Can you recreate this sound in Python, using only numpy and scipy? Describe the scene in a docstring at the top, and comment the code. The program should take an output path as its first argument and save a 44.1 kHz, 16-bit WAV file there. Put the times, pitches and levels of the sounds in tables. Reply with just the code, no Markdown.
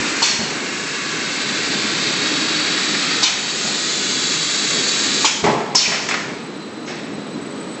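"""A sheet laminator runs one feed cycle in a factory hall, heard in mono from beside the feed table. Air hisses
at the suction cups, sizzling harder as the microphone comes round to them and the line refills, until a valve
shuts it off. Valves vent in short falling puffs, the suction bar lands on its stops with a clunk, the linkage
clacks. Behind it the drives rumble and the rollers rush; the loudest hits briefly push the gain down."""
import sys
import numpy as np
from scipy import signal
from scipy.fft import rfft, irfft, next_fast_len
from scipy.io import wavfile
from scipy.ndimage import uniform_filter1d

SR = 44100
rng = np.random.default_rng(int(sys.argv[2]) if len(sys.argv) > 2 else 0)


def digitize_waveform(pressure):
    """Quantize a signal to 16-bit integers and store it at the path in sys.argv[1].

    Rows of a 2-D input are taken as channels; values are limited to [-1, 1].
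    """
    field = np.atleast_2d(pressure).T
    bounded = np.clip(field, -1, 1)
    quanta = np.round(bounded * 32767).astype(np.int16)
    wavfile.write(sys.argv[1], SR, quanta)


N = 343980


def suction(shut_s=5.25, closing_s=0.12, flutter_db=0.6, hall_db=-7):
    """A broad leak, a nozzle jet and the sizzle of the cup edges, all fed by one valve."""
    # colour of the leak: frequency_hz, density_db
    leak_spectrum = [(60, -33), (300, -24), (800, -14.5), (1050, -7.5), (1300, -2), (1650, 0.5), (2050, -1),
                     (2450, 1), (2900, -4), (3250, -9.5), (4500, -9), (5600, -8), (7500, -8.5), (8000, -11)]
    # resonances of the nozzles: pitch_hz, width_hz, level_db
    nozzle_resonances = [(3240, 770, -12), (3690, 740, 0), (4050, 330, 0.5), (4514, 240, 1),
                         (4660, 230, -3.5), (5000, 330, -9.5)]
    # resonances of the cup edges: pitch_hz, width_hz, level_db
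    edge_resonances = [(5460, 230, -6), (6330, 100, 0), (7000, 520, -0.5), (7570, 640, -15),
                       (7690, 620, -9), (7380, 250, -18)]
    leak_db, jet_db, edge_db = air_line()
    shade = 1 - ramp(0.68, 1.76)  # the side guide shades the treble until the microphone rounds it
    leak = from_db(leak_db) * noise(leak_spectrum)
    jet = from_db(jet_db - 8 * shade) * resonant_noise(nozzle_resonances)
    sizzle = from_db(edge_db - 4 * shade) * resonant_noise(edge_resonances)
    valve = np.exp(-np.maximum(clock() - shut_s, 0) / closing_s)
    air = frame_reflections(leak + jet + sizzle) * valve * from_db(flutter_db * drift(41))
    return air + from_db(hall_db) * hall(air)


def air_line(sag_db=7, refill_s=1.85, opening_sag_db=1.5):
    """Leak, jet and sizzle levels in dB: each stroke of the bar drains the line, which then refills."""
    # strokes of the suction bar, with levels at full pressure: start_s, leak_db, jet_db, sizzle_db
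    strokes = [(0.223, -20.5, -22, -34.5), (3.229, -22, -19.5, -23)]
    levels = np.outer(strokes[0][1:], np.ones(N)) - opening_sag_db
    for start, *full_db in strokes:
        age = clock() - start
        sag = sag_db * np.exp(-np.maximum(age, 0) / refill_s)
        levels = np.where(age >= 0, np.array(full_db)[:, None] - sag, levels)
    return levels


def valve_puffs(lowest_hz=2200, linger_db=-16, knock_hall_db=-9, whistle_hall_db=-1):
    """The spool knocks, then air rushes out with a hoarse band that falls with the pressure."""
    # valves venting: start_s, rush_db, rush_decay_s, chirp_db, chirp_decay_s, pitch_fall_s, port_hz,
    # whistle_db, whistle_decay_s, knock_db, hall_db
    vents = [(.224, -10.5, 0.073, -16, 0.059, 0.041, 4520, -12.5, 0.026, -7.5, 0.5),
             (3.229, -7, 0.039, -7.5, 0.03, 0.09, 4314, -14.5, 0.03, -12, -1.5),
             (5.249, -3.5, 0.035, -9, 0.028, 0.08, 3290, -11, 0.019, -2, -0.5),
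             (5.752, -9.5, 0.12, -6.5, 0.059, 0.125, 5560, -1, 0.013, -4.5, -1.5),
             (6.859, -52, 0.085, -42.5, 0.21, .13, 5690, -52, 0.16, -58, 4)]
    # rush of vented air: frequency_hz, density_db
    rush_spectrum = [(200, -32), (900, -1), (1600, -6), (2500, -0.5), (3600, -1.5), (5400, 3), (6800, 3),
                     (8000, -4.5)]
    # the spool hitting its end stop: frequency_hz, density_db
    knock_spectrum = [(30, -63), (70, -35.5), (140, -26), (280, -3.5), (550, -18), (880, -1), (1050, 0.5),
                      (1350, -15.5), (2000, -15.5), (5000, -14)]
    rush, knock = noise(rush_spectrum), noise(knock_spectrum)
    direct, to_hall = 0, 0
    for (start, rush_db, rush_s, chirp_db, chirp_s, fall_s, port_hz,
         whistle_db, whistle_s, knock_db, hall_db) in vents:
        fall = np.exp(-np.maximum(clock() - start, 0) / fall_s)
        pitch = np.maximum(1.09 * port_hz * fall, lowest_hz)
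        pressure = burst(start, 0.0013, chirp_s) + from_db(linger_db) * burst(start, chirp_s, fall_s)
        puff = from_db(chirp_db) * pressure * swept_noise(pitch, half_width_hz=650)
        puff += from_db(rush_db) * burst(start, 0.0035, rush_s) * rush
        whistle = from_db(whistle_db) * port_whistle(start, port_hz, fall_s, whistle_s, lowest_hz)
        thud = from_db(knock_db) * burst(start - 0.004, 0.0012, 0.012) * knock
        direct += puff + whistle + thud
        to_hall += from_db(hall_db) * (puff + from_db(whistle_hall_db) * whistle)
        to_hall += from_db(knock_hall_db) * thud
    return direct + hall(to_hall)


def port_whistle(start, port_hz, fall_s, decay_s, lowest_hz, flutter_hz=109.2):
    """A puff's falling band sets the port's resonances whistling, highest first."""
    # resonances of a valve port: pitch_ratio, level_db
    port_resonances = [(1.6, -11), (0.97, 2), (0.785, -6.5), (0.445, -8.5)]
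    whistle = 0
    for ratio, db in port_resonances:
        onset = start + fall_s * max(-np.log(ratio), 0)
        reached = ratio * port_hz > lowest_hz
        pitch = ratio * port_hz + flutter_hz * drift(160)
        tone = np.sqrt(2) * np.cos(2 * np.pi * np.cumsum(pitch) / SR)
        whistle += reached * from_db(db) * burst(onset, 0.0022, decay_s) * tone
    return whistle


def bar_clunks(modes_db=-15, scatter_db=3.8, hall_db=-2):
    """Each landing of the suction bar shakes the panels and sets the frame ringing."""
    # the bar landing on its stops: start_s, level_db, decay_s
    landings = [(0.391, -25, 0.08), (3.649, -31, 0.071), (5.428, -22, 0.033), (5.44, -6.5, 0.02),
                (5.465, -8.5, 0.053), (5.544, -33, 0.048), (5.878, -21, 0.069)]
    # modes of the frame: pitch_hz, relative_db, t60_s
    frame_modes = [(179, -1, 0.11), (216, 21.5, 0.08), (281, -11, 0.078), (411.5, 8.5, 0.39),
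                   (560, -11, .14), (690, -9.5, .18), (840, -2, .16), (1110, -13.5, .12),
                   (1830, -18.5, .14)]
    # dense ringing of the panels: frequency_hz, density_db
    panel_spectrum = [(40, -41), (90, -33.5), (150, 5.5), (400, -2), (750, -1.5), (1090, -2.5), (1350, -12),
                      (1950, -10), (3000, -18.5), (8000, -37)]
    envelope = sum(from_db(db) * burst(start, 0.002, decay) for start, db, decay in landings)
    shake = envelope * noise(panel_spectrum)
    onsets = [round(start * SR) for start, _, _ in landings]
    scatter = rng.normal(0, scatter_db, (len(landings), len(frame_modes)))
    strength = from_db(np.array(landings)[:, 1:2] + scatter)
    for k, (hz, level_db, t60) in enumerate(frame_modes):
        blows = np.zeros(N)
        blows[onsets] = strength[:, k] * from_db(level_db + modes_db) * (-1) ** k
        r, w = np.exp(-np.log(1000) / (t60 * SR)), 2 * np.pi * hz / SR
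        shake += signal.lfilter([0, np.sin(w)], [1, -2 * r * np.cos(w), r * r], blows + 1e-18)
    return shake + from_db(hall_db) * hall(shake)


def linkage_clacks(hall_db=-3):
    """Lighter contacts of linkage and sheet: a mid-range rattle with a short metallic edge."""
    # linkage and sheet clacking: start_s, level_db, decay_s, relative_edge_db
    contacts = [(3.259, -26, 0.2, -24), (5.44, -17.5, 0.059, -4), (5.919, -14.5, 0.05, -22),
                (6.087, -15, 0.02, -3), (6.11, -18, 0.027, -26), (6.141, -10, 0.0059, -11.5),
                (6.166, -25, 0.033, -23), (6.875, -31, 0.1, -10)]
    # dull rattle of the linkage: frequency_hz, density_db
    rattle_spectrum = [(60, -28.5), (200, -12), (700, 1.5), (1250, 0.5), (1800, 3.5), (2300, 4),
                       (3000, -4.5), (5000, -8.5), (8000, -35)]
    rattle = noise(rattle_spectrum)
    edge = resonant_noise([(3870, 1900, -2), (5170, 600, 0), (6600, 2000, -1)])
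    clacks = sum(from_db(db) * burst(start, 0.0004, decay) * (rattle + from_db(edge_db) * edge)
                 for start, db, decay, edge_db in contacts)
    return clacks + from_db(hall_db) * hall(clacks)


def drives(swell_db=1.6, period_s=2.9, crest_s=2.48, throb_db=0.97, fade_db_per_s=0.59):
    """Drive rumble and roller rush swell slowly together, under a hum and a few thin whines."""
    # rumble of the drives: frequency_hz, density_db
    rumble_spectrum = [(25, -34.5), (55, -36.5), (85, -21), (120, -13), (155, -5), (205, -5), (250, -1.5),
                       (305, -2.5), (350, -4.5), (410, -4.5), (490, -8.5), (750, -17), (1300, -25),
                       (3000, -41)]
    # rush of the rollers: frequency_hz, density_db
    roller_spectrum = [(60, -29), (300, -10), (700, 6), (1250, 7), (1700, 5), (2400, 3), (2950, 0.5),
                       (4000, -0.5), (4600, -1.5), (5000, -5.5), (6400, -9), (8000, -8)]
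    # narrow whines of the drives: pitch_hz, width_hz, level_db
    whine_bands = [(205.3, 8.7, -42), (409.6, 35, -46.5), (817, 22, -59), (1257, 29, -51.5),
                   (3780, 40, -53.5), (4050, 30, -50), (4350, 30, -64), (7050, 30, -70.5)]
    swell = swell_db * np.cos(2 * np.pi * (clock() - crest_s) / period_s)
    rumble = from_db(-29.5 + swell + throb_db * drift(3.3)) * noise(rumble_spectrum)
    bar_raised = ramp(2.2, 2.28) - ramp(3.25, 3.33)
    hum = from_db(-44 + 10.5 * bar_raised) * narrow_noise(308, 14)
    # the rollers fade as the microphone moves on
    rollers = from_db(-32 - fade_db_per_s * clock() + swell) * noise(roller_spectrum)
    whines = sum(from_db(db) * narrow_noise(hz, width / 2) for hz, width, db in whine_bands)
    late_swell = np.exp(-((clock() - 7.65) / 0.32) ** 2)
    top_whistle = from_db(-55 + 10.5 * late_swell) * narrow_noise(7970, 35)
    return rumble + hum + rollers + whines + top_whistle


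def frame_reflections(x, echo_db=-16, sway=0.0723, count=4):
    """Short reflections off the nearby steel comb the sound, and shift as the microphone moves."""
    combed = x.copy()
    for lag_s in rng.uniform(0.001005, 0.005, count):
        delay = lag_s * (1 + sway * drift(0.28))
        combed += from_db(echo_db) * np.interp(clock() - delay, clock(), x)
    return combed * np.std(x) / np.std(combed)


def hall(x, build_s=0.0017):
    """Diffuse echo of the factory hall; the mid-range rings longest."""
    # reverberation of the hall: frequency_hz, t60_s
    decay_times = [(100, 0.48), (700, 1), (2000, 0.76), (4000, 0.83), (8000, 0.59)]
    age = np.arange(int(1.5 * SR)) / SR
    octaves = np.geomspace(40, 10240, 9)
    echo = 0
    for low, high in zip(octaves, octaves[1:]):
        band = filtered(rng.standard_normal(len(age)), 2, [low, high], "band")
        t60 = at_hz(decay_times, np.sqrt(low * high))
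        fade = from_db(-60 * age / t60) * (1 - np.exp(-age / build_s))
        echo += band * fade / np.sqrt(np.sum(fade ** 2))
    return signal.fftconvolve(x, echo)[:N]


def automatic_gain(x, threshold_db=-15, share=0.7, attack_s=0.011, release_db_per_s=16.5):
    """Loud moments at the microphone turn the gain down quickly; it creeps back up."""
    power = uniform_filter1d(x[0] ** 2, size=660)
    level_db = 10 * np.log10(np.maximum(power, 1e-12))
    cut_db = share * np.maximum(level_db - threshold_db, 0)
    recovered = release_db_per_s * clock()
    held = np.maximum.accumulate(cut_db + recovered) - recovered
    r = np.exp(-1 / (attack_s * SR))
    return x * from_db(-signal.lfilter([1 - r], [1, -r], held))


def noise(spectrum):
    """Steady noise of a given colour, rms 1."""
    size = next_fast_len(N)
    gain = from_db(at_hz(spectrum, np.fft.rfftfreq(size, 1 / SR)))
    return rms_one(irfft(rfft(rng.standard_normal(size)) * gain, size)[:N])


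def resonant_noise(resonances):
    """Turbulence exciting a set of resonances, rms 1."""
    ringing = 0
    for hz, width_hz, level_db in resonances:
        r = np.exp(-np.pi * width_hz / SR)
        poles = [1, -2 * r * np.cos(2 * np.pi * hz / SR), r * r]
        band = signal.lfilter([1, 0, -1], poles, rng.standard_normal(N))
        ringing += from_db(level_db) * (1 - r * r) * band
    return rms_one(ringing)


def swept_noise(hz, half_width_hz):
    """A broad band of turbulence centred on a moving pitch, rms 1."""
    turbulence = filtered(rng.standard_normal((2, N)), 1, half_width_hz)
    turbulence = filtered(turbulence, 2, 2 * half_width_hz)
    phase = 2 * np.pi * np.cumsum(hz) / SR
    return rms_one(turbulence[0] * np.cos(phase) + turbulence[1] * np.sin(phase))


def narrow_noise(hz, half_width_hz):
    """A breathy tone on a steady pitch, rms 1."""
    phase = 2 * np.pi * hz * clock()
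    return drift(half_width_hz) * np.cos(phase) + drift(half_width_hz) * np.sin(phase)


def drift(rate_hz, step=40):
    """Smooth random wander of spread 1."""
    r = np.exp(-2 * np.pi * rate_hz * step / SR)
    slow = signal.lfilter([1], [1, -2 * r, r * r], rng.standard_normal(N // step + 2002))[2000:]
    return np.interp(np.arange(N) / step, np.arange(len(slow)), rms_one(slow))


def burst(start_s, rise_s, decay_s):
    """Envelope that rises and dies away."""
    first, envelope = round(start_s * SR), np.zeros(N)
    age = np.arange(min(int(10 * decay_s * SR), N - first)) / SR
    envelope[first:first + len(age)] = (1 - np.exp(-age / rise_s)) * np.exp(-age / decay_s)
    return envelope


def ramp(start_s, end_s):
    """Rises from 0 to 1 between two moments."""
    return np.clip((clock() - start_s) / (end_s - start_s), 0, 1)


def filtered(x, order, hz, kind="low"):
    """Low-, high- or band-pass with a flat passband."""
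    return signal.sosfilt(signal.butter(order, hz, kind, fs=SR, output="sos"), x)


def at_hz(points, hz):
    """Read a table on a log-frequency axis."""
    frequencies, values = np.transpose(points)
    return np.interp(np.log(np.maximum(hz, 1)), np.log(frequencies), values)


def from_db(db):
    """Decibels to gain."""
    return 10 ** (np.asarray(db) / 20)


def rms_one(x):
    """Scale to unit rms."""
    return x / np.sqrt(np.mean(x ** 2) + 1e-20)


def clock():
    """Time of every sample in seconds."""
    return np.arange(N) / SR


def scene():
    """The whole machine, from one microphone beside the feed table."""
    return (suction() + drives() + valve_puffs() + bar_clunks() + linkage_clacks())[None]


def record(dry, low_cut_hz=50, makeup_db=0.31, ceiling=0.8, top_hz=8040):
    """The microphone chain: bass cut, automatic gain, rounded peaks and a steep treble cut."""
    thin = filtered(dry, 1, low_cut_hz, "high")
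    levelled = from_db(makeup_db) * automatic_gain(thin)
    rounded = levelled / (1 + (levelled / ceiling) ** 4) ** 0.25
    return signal.sosfilt(signal.ellip(14, 0.1, 90, top_hz, fs=SR, output="sos"), rounded)


dry = scene()
out = record(dry)
digitize_waveform(out)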